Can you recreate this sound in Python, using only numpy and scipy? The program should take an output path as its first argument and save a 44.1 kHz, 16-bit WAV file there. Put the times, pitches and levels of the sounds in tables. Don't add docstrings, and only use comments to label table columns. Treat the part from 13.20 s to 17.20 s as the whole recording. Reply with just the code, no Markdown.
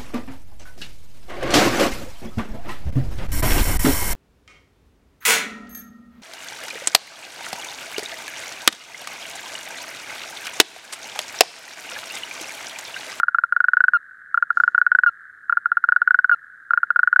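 import sys
import numpy as np
from scipy import signal
from scipy.fft import rfft, irfft
from scipy.io import wavfile
from scipy.ndimage import uniform_filter1d

SR = 44100
rng = np.random.default_rng(int(sys.argv[2]) if len(sys.argv) > 2 else 0)


def materialize(psi):
    bounded = np.clip(np.atleast_2d(psi).T, -1, 1)
    quanta = np.round(bounded * 32767).astype(np.int16)
    wavfile.write(sys.argv[1], SR, quanta)


def to_linear_factor(level_db):
    exponent = np.asarray(level_db, float) / 20
    return 10 ** exponent


N = 176400

LEAD_MS = 2.325
SECOND_DB, THIRD_DB, HOLD_DB = -4.9, -26, -6.3
HOLD_SAG, HOLD_RISE_MS, RELEASE_MS = 0.42, 3.6, 7.0
ENDING_HZ, ENDING_SAG_HZ, ENDING_BEND = 1440, 89, 2
SAC_LOW_HZ, LEAK_DB = 796, -8.5
BANK_DB, BANK_T60_S = -37, 0.13

# start_s [s], level_db [peak dB], pitch_hz [Hz]
FIRST_CROAK = [(0.0333, -3.5, 1403), (0.0839, -4.5, 1432), (0.1473, -4, 1380), (0.186, -4, 1431),
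               (0.2382, -4, 1400), (0.3246, -4.5, 1430), (0.3651, -4, 1440), (0.4047, -2.5, 1453),
               (0.4426, -3.5, 1454), (0.485, -2.5, 1467), (0.5348, -2.5, 1454), (0.5703, -1.5, 1465),
               (0.6062, -1.5, 1489), (0.6404, -1, 1476), (0.6831, -1.5, 1480)]
SECOND_CROAK = [(1.1444, -5.5, 1386), (1.1761, -4, 1410), (1.226, -3.5, 1419), (1.3051, -4.5, 1407),
                (1.3725, -4, 1410), (1.4018, -2.5, 1427), (1.437, -2, 1442), (1.4788, -2.5, 1440),
                (1.5484, -3.5, 1440), (1.58, -1.5, 1451), (1.6156, -2, 1460), (1.666, -2.5, 1453),
                (1.718, -1.5, 1470), (1.7507, -1, 1495), (1.7882, -1.5, 1480), (1.8361, -2, 1467)]
THIRD_CROAK = [(2.297, -5.5, 1400), (2.326, -4.5, 1411), (2.3718, -4, 1417), (2.4585, -4.5, 1412),
               (2.5184, -4, 1413), (2.571, -3.5, 1415), (2.6407, -3.5, 1415), (2.6888, -2.5, 1447),
               (2.7225, -2, 1453), (2.7633, -2, 1451), (2.8184, -3, 1437), (2.8763, -1.5, 1463),
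               (2.9085, -1, 1483), (2.9452, -1, 1469), (2.99, -1.5, 1480), (3.0452, -2, 1470),
               (3.0956, -3, 1471)]
FOURTH_CROAK = [(3.5078, -5, 1400), (3.536, -3.5, 1417), (3.576, -3.5, 1428), (3.6321, -4.5, 1416),
                (3.7053, -3.5, 1420), (3.7613, -3, 1434), (3.7927, -2, 1440), (3.8323, -2, 1456),
                (3.8752, -2.5, 1452), (3.929, -2, 1446), (3.9619, -1.5, 1480)]
# start_s [s], level_db [peak dB], pitch_hz [Hz]
EDGE_PULSES = [
    (-.0004, -9, 1400),
    (3.994, 0.1, 1475),
]
# start_s [s], level_db [peak dB], second_gap_ms [ms], third_gap_ms [ms], length_ms [ms]
HELD_NOTES = [
    (.7361, -4.4, 8.5, 5.0, 38.5),
    (1.8634, -4.5, 5.4, 4.2, 34.),
    (3.1150, -4.5, 5.5, 4.3, 34.5),
]


def toad():
    out = np.zeros((2, N))
    for start_s, level_db, pitch_hz in FIRST_CROAK + SECOND_CROAK + THIRD_CROAK + FOURTH_CROAK + EDGE_PULSES:
        start, ms = clock(start_s, 40)
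        add(out, start, voice(ms, pitch_hz, [(0.00088, level_db)], 0, 0.99))
    for start_s, level_db, second_gap_ms, third_gap_ms, length_ms in HELD_NOTES:
        start, ms = clock(start_s, 50)
        third_ms = second_gap_ms + third_gap_ms
        beats = [(0, level_db), (second_gap_ms, level_db + SECOND_DB), (third_ms, level_db + THIRD_DB)]
        end_ms = length_ms + LEAD_MS
        done = np.clip(ms / end_ms, 0, 1)
        release = np.sin(np.pi / 2 * np.clip((end_ms - ms) / RELEASE_MS, 0, 1)) ** 1.5
        rise = np.sin(np.pi / 2 * np.clip((ms - SAC_DELAY_MS - third_ms) / HOLD_RISE_MS, 0, 1)) ** 2
        hold = to_linear_factor(level_db + HOLD_DB) * rise * (1 - HOLD_SAG * done ** 3) * release
        pitch_hz = ENDING_HZ - ENDING_SAG_HZ * done ** ENDING_BEND
        add(out, start, voice(ms, pitch_hz, beats, hold, release, done))
    sac, folds = out
    call = sac + cavities(folds)
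    low_pass = signal.butter(6, SAC_LOW_HZ, fs=SR, output="sos")
    call = call - (1 - to_linear_factor(LEAK_DB)) * signal.sosfiltfilt(low_pass, call, padlen=0)
    return bank(call, BANK_DB, BANK_T60_S)


def clock(start_s, length_ms):
    start = start_s - LEAD_MS / 1000
    return start, (np.arange(int(length_ms * SR / 1000)) - start * SR % 1) * 1000 / SR


SAC_DELAY_MS, RISE_MS, RING_MS = 0.76, 1.75, 3.68
ONSET_HZ, ONSET_MS = 330, 0.66
FOLDS_RISE_MS, FOLDS_ONSET_HZ, FOLDS_ONSET_MS = 1, -150, 1.0
# multiple [times the pitch], pulse_db [dB], delay_ms [ms], fall_ms [ms],
# hold_db [dB in the held note]
FOLD_OVERTONES = [(.6, -35, 0.01, 3, -80), (2, -38, 0.27, 1.1, -35), (3, -40.5, 0.27, .7, -55.5),
                  (4, -59, 1, 0.47, -62.5), (6.15, -59, 1.0, 4.1, -49)]
OVERTONE_CHANGE = [0, 0, 11, -16, -16]


def voice(ms, pitch_hz, beats, hold, release, done=0):
    def beat(delay_ms, rise_ms, fall_ms):
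        pulses = sum(to_linear_factor(db) * swell(ms - at_ms - delay_ms, rise_ms, fall_ms) for at_ms, db in beats)
        return pulses * release

    folds_phase = glide(ms, pitch_hz, FOLDS_ONSET_HZ, FOLDS_ONSET_MS)
    folds = 0
    for (multiple, pulse_db, delay_ms, fall_ms, hold_db), change_db in zip(FOLD_OVERTONES, OVERTONE_CHANGE):
        pulsed = to_linear_factor(pulse_db) * beat(delay_ms, FOLDS_RISE_MS, fall_ms)
        held = to_linear_factor(hold_db + change_db * done ** 2) * hold ** 0.5
        folds = folds + (pulsed + held) * np.sin(multiple * folds_phase)
    sac = beat(SAC_DELAY_MS, RISE_MS, RING_MS) + hold
    return np.array([sac * np.sin(glide(ms - SAC_DELAY_MS, pitch_hz, ONSET_HZ, ONSET_MS)), folds])


def glide(ms, pitch_hz, onset_hz, onset_ms):
    hz = pitch_hz + onset_hz * np.exp(-np.maximum(ms, 0) / onset_ms)
    return 2 * np.pi * np.cumsum(hz) / SR


def swell(ms, rise_ms, fall_ms):
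    def shape(u):
        return (1 - np.exp(-(u / rise_ms) ** 2.316)) * np.exp(-u / fall_ms)

    return shape(np.maximum(ms, 0)) / shape(np.linspace(0, 20, num=400)).max()


# pitch_hz [Hz], width_hz [Hz], level_db [dB]
HEAD_CAVITIES = [(2860, 190, -6), (4070, 150, 1), (5770, 200, 0), (9090, 100, 0)]


def cavities(x):
    out = signal.sosfilt(signal.butter(6, 5900, fs=SR, output="sos"), x)
    for pitch_hz, width_hz, level_db in HEAD_CAVITIES:
        r = np.exp(-np.pi * width_hz / SR)
        feed = (1 - r * r) / 2 * np.array([1, 0, -1])
        ring = [1, -2 * r * np.cos(2 * np.pi * pitch_hz / SR), r * r]
        out += to_linear_factor(level_db) * signal.lfilter(feed, ring, x + 1e-18)
    return out


def bank(x, level_db, t60_s):
    tail = rng.standard_normal(SR // 2) * to_linear_factor(-60 * np.arange(SR // 2) / SR / t60_s)
    return x + to_linear_factor(level_db) * signal.fftconvolve(x, tail / np.linalg.norm(tail))[:N]


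CHORUS_DB, CHORUS_LOW_HZ, CHORUS_HIGH_HZ = -44.5, 1400, 1713
CHORUS_PULSES_PER_S, CHORUS_SPREAD_DB, CHORUS_RING_MS, CHORUS_RISE_MS = 34, 1.5, 2.6, 1.5
BLUR_DB, BLUR_T60_S = -4.5, 0.47
# low_hz [Hz], high_hz [Hz]
CHORUS_BAND = (1180, 3000)


def chorus():
    out = np.zeros(N)
    ms = np.arange(1500) * 1000 / SR
    for k, pitch_hz in enumerate(np.linspace(CHORUS_LOW_HZ, CHORUS_HIGH_HZ, num=12)):
        draw = rng.random((200, 2))
        start_s = np.cumsum((0.46 + 1.4 * draw[:, 0]) / CHORUS_PULSES_PER_S)
        cycle = (start_s / rng.uniform(1.0, 1.4) + k * 5 / 12) % 1
        keep = (cycle < 0.7) & (start_s < N / SR)
        clicks = np.zeros(N)
        clicks[(start_s[keep] * SR).astype(int)] = to_linear_factor(CHORUS_SPREAD_DB * (rng.normal() + draw[keep, 1]))
        pulse = swell(ms, CHORUS_RISE_MS, CHORUS_RING_MS) * np.sin(2 * np.pi * pitch_hz * ms / 1000)
        out += signal.fftconvolve(clicks, pulse)[:N]
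    out = bank(out, BLUR_DB, BLUR_T60_S)
    out = signal.sosfilt(signal.butter(4, CHORUS_BAND, "band", fs=SR, output="sos"), out)
    return to_linear_factor(CHORUS_DB) * out / np.sqrt(uniform_filter1d(out ** 2, size=SR // 3))


RUSTLE_S, RUSTLE_RISE_S, RUSTLE_FALL_S, RUSTLE_DB = 1.358, 0.014, 0.12, -60
# pitch_hz [Hz], level_db [dB per Hz]
RUSTLE_TONE = [(60, -7), (220, 7), (550, 1.5), (2500, -11.5), (4700, -6), (6000, -10), (7100, -3.5),
               (8500, -17.5)]
# start_s [s], level_db [dB], low_hz [Hz], high_hz [Hz], decay_ms [ms]
GRASS_TICKS = [
    (1.329, -47, 300, 4500, 1.5),
    (1.5905, -44, 6200, 12000, 2.0),
    (2.008, -57, 6500, 9500, 1.2),
]


def grass():
    t = np.arange(N) / SR - RUSTLE_S
    grain = to_linear_factor(2 * uniform_filter1d(rng.standard_normal(N), size=100) * 10)
    envelope = np.exp(np.where(t < 0, t / RUSTLE_RISE_S, -t / RUSTLE_FALL_S))
    brush = coloured(RUSTLE_TONE + [(11500, -22), (SR / 2, -60)])
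    out = to_linear_factor(RUSTLE_DB) * envelope * grain * brush
    for start_s, level_db, low_hz, high_hz, decay_ms in GRASS_TICKS:
        burst = rng.standard_normal(900) * np.exp(-np.arange(900) * 1000 / SR / decay_ms)
        band = signal.butter(3, [low_hz, high_hz], "band", fs=SR, output="sos")
        add(out, start_s, to_linear_factor(level_db) * signal.sosfilt(band, burst))
    return out


NIGHT_DB, HISS_DB = -73.5, -74
# pitch_hz [Hz], level_db [dB per Hz]
NIGHT_TONE = [(20, -36.5), (40, -17), (80, -5.5), (130, -6.5), (260, -10), (400, -12.5), (1000, -24),
              (2000, -40)]
# pitch_hz [Hz], level_db [dB per Hz]
HISS_TONE = [(1000, 6), (2600, -3.5), (3800, 2.5), (5200, -7), (7000, -2.5), (10800, -3), (11800, -10.5),
             (16000, -10.5)]


def night():
    return to_linear_factor(NIGHT_DB) * coloured(NIGHT_TONE) + to_linear_factor(HISS_DB) * coloured(HISS_TONE)


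def coloured(points):
    hz, db = np.transpose(points)
    grid = np.maximum(np.arange(N // 2 + 1) * SR / N, 1)
    gain = to_linear_factor(np.interp(np.log(grid), np.log(hz), db))
    x = irfft(rfft(rng.standard_normal(N)) * gain, N)
    return x / x.std()


def add(out, start_s, x):
    i = int(np.floor(start_s * SR))
    a, b = max(i, 0), min(i + x.shape[-1], N)
    out[..., a:b] += x[..., a - i:b - i]


def scene():
    return (toad() + chorus() + grass() + night())[None]


def top_cut(x):
    return signal.sosfilt(signal.butter(12, 16100, fs=SR, output="sos"), x)


def record(dry):
    mix = signal.sosfilt(signal.cheby2(12, 50, 16100, fs=SR, output="sos"), dry)
    return top_cut(mix)


dry = scene()
out = record(dry)
materialize(out)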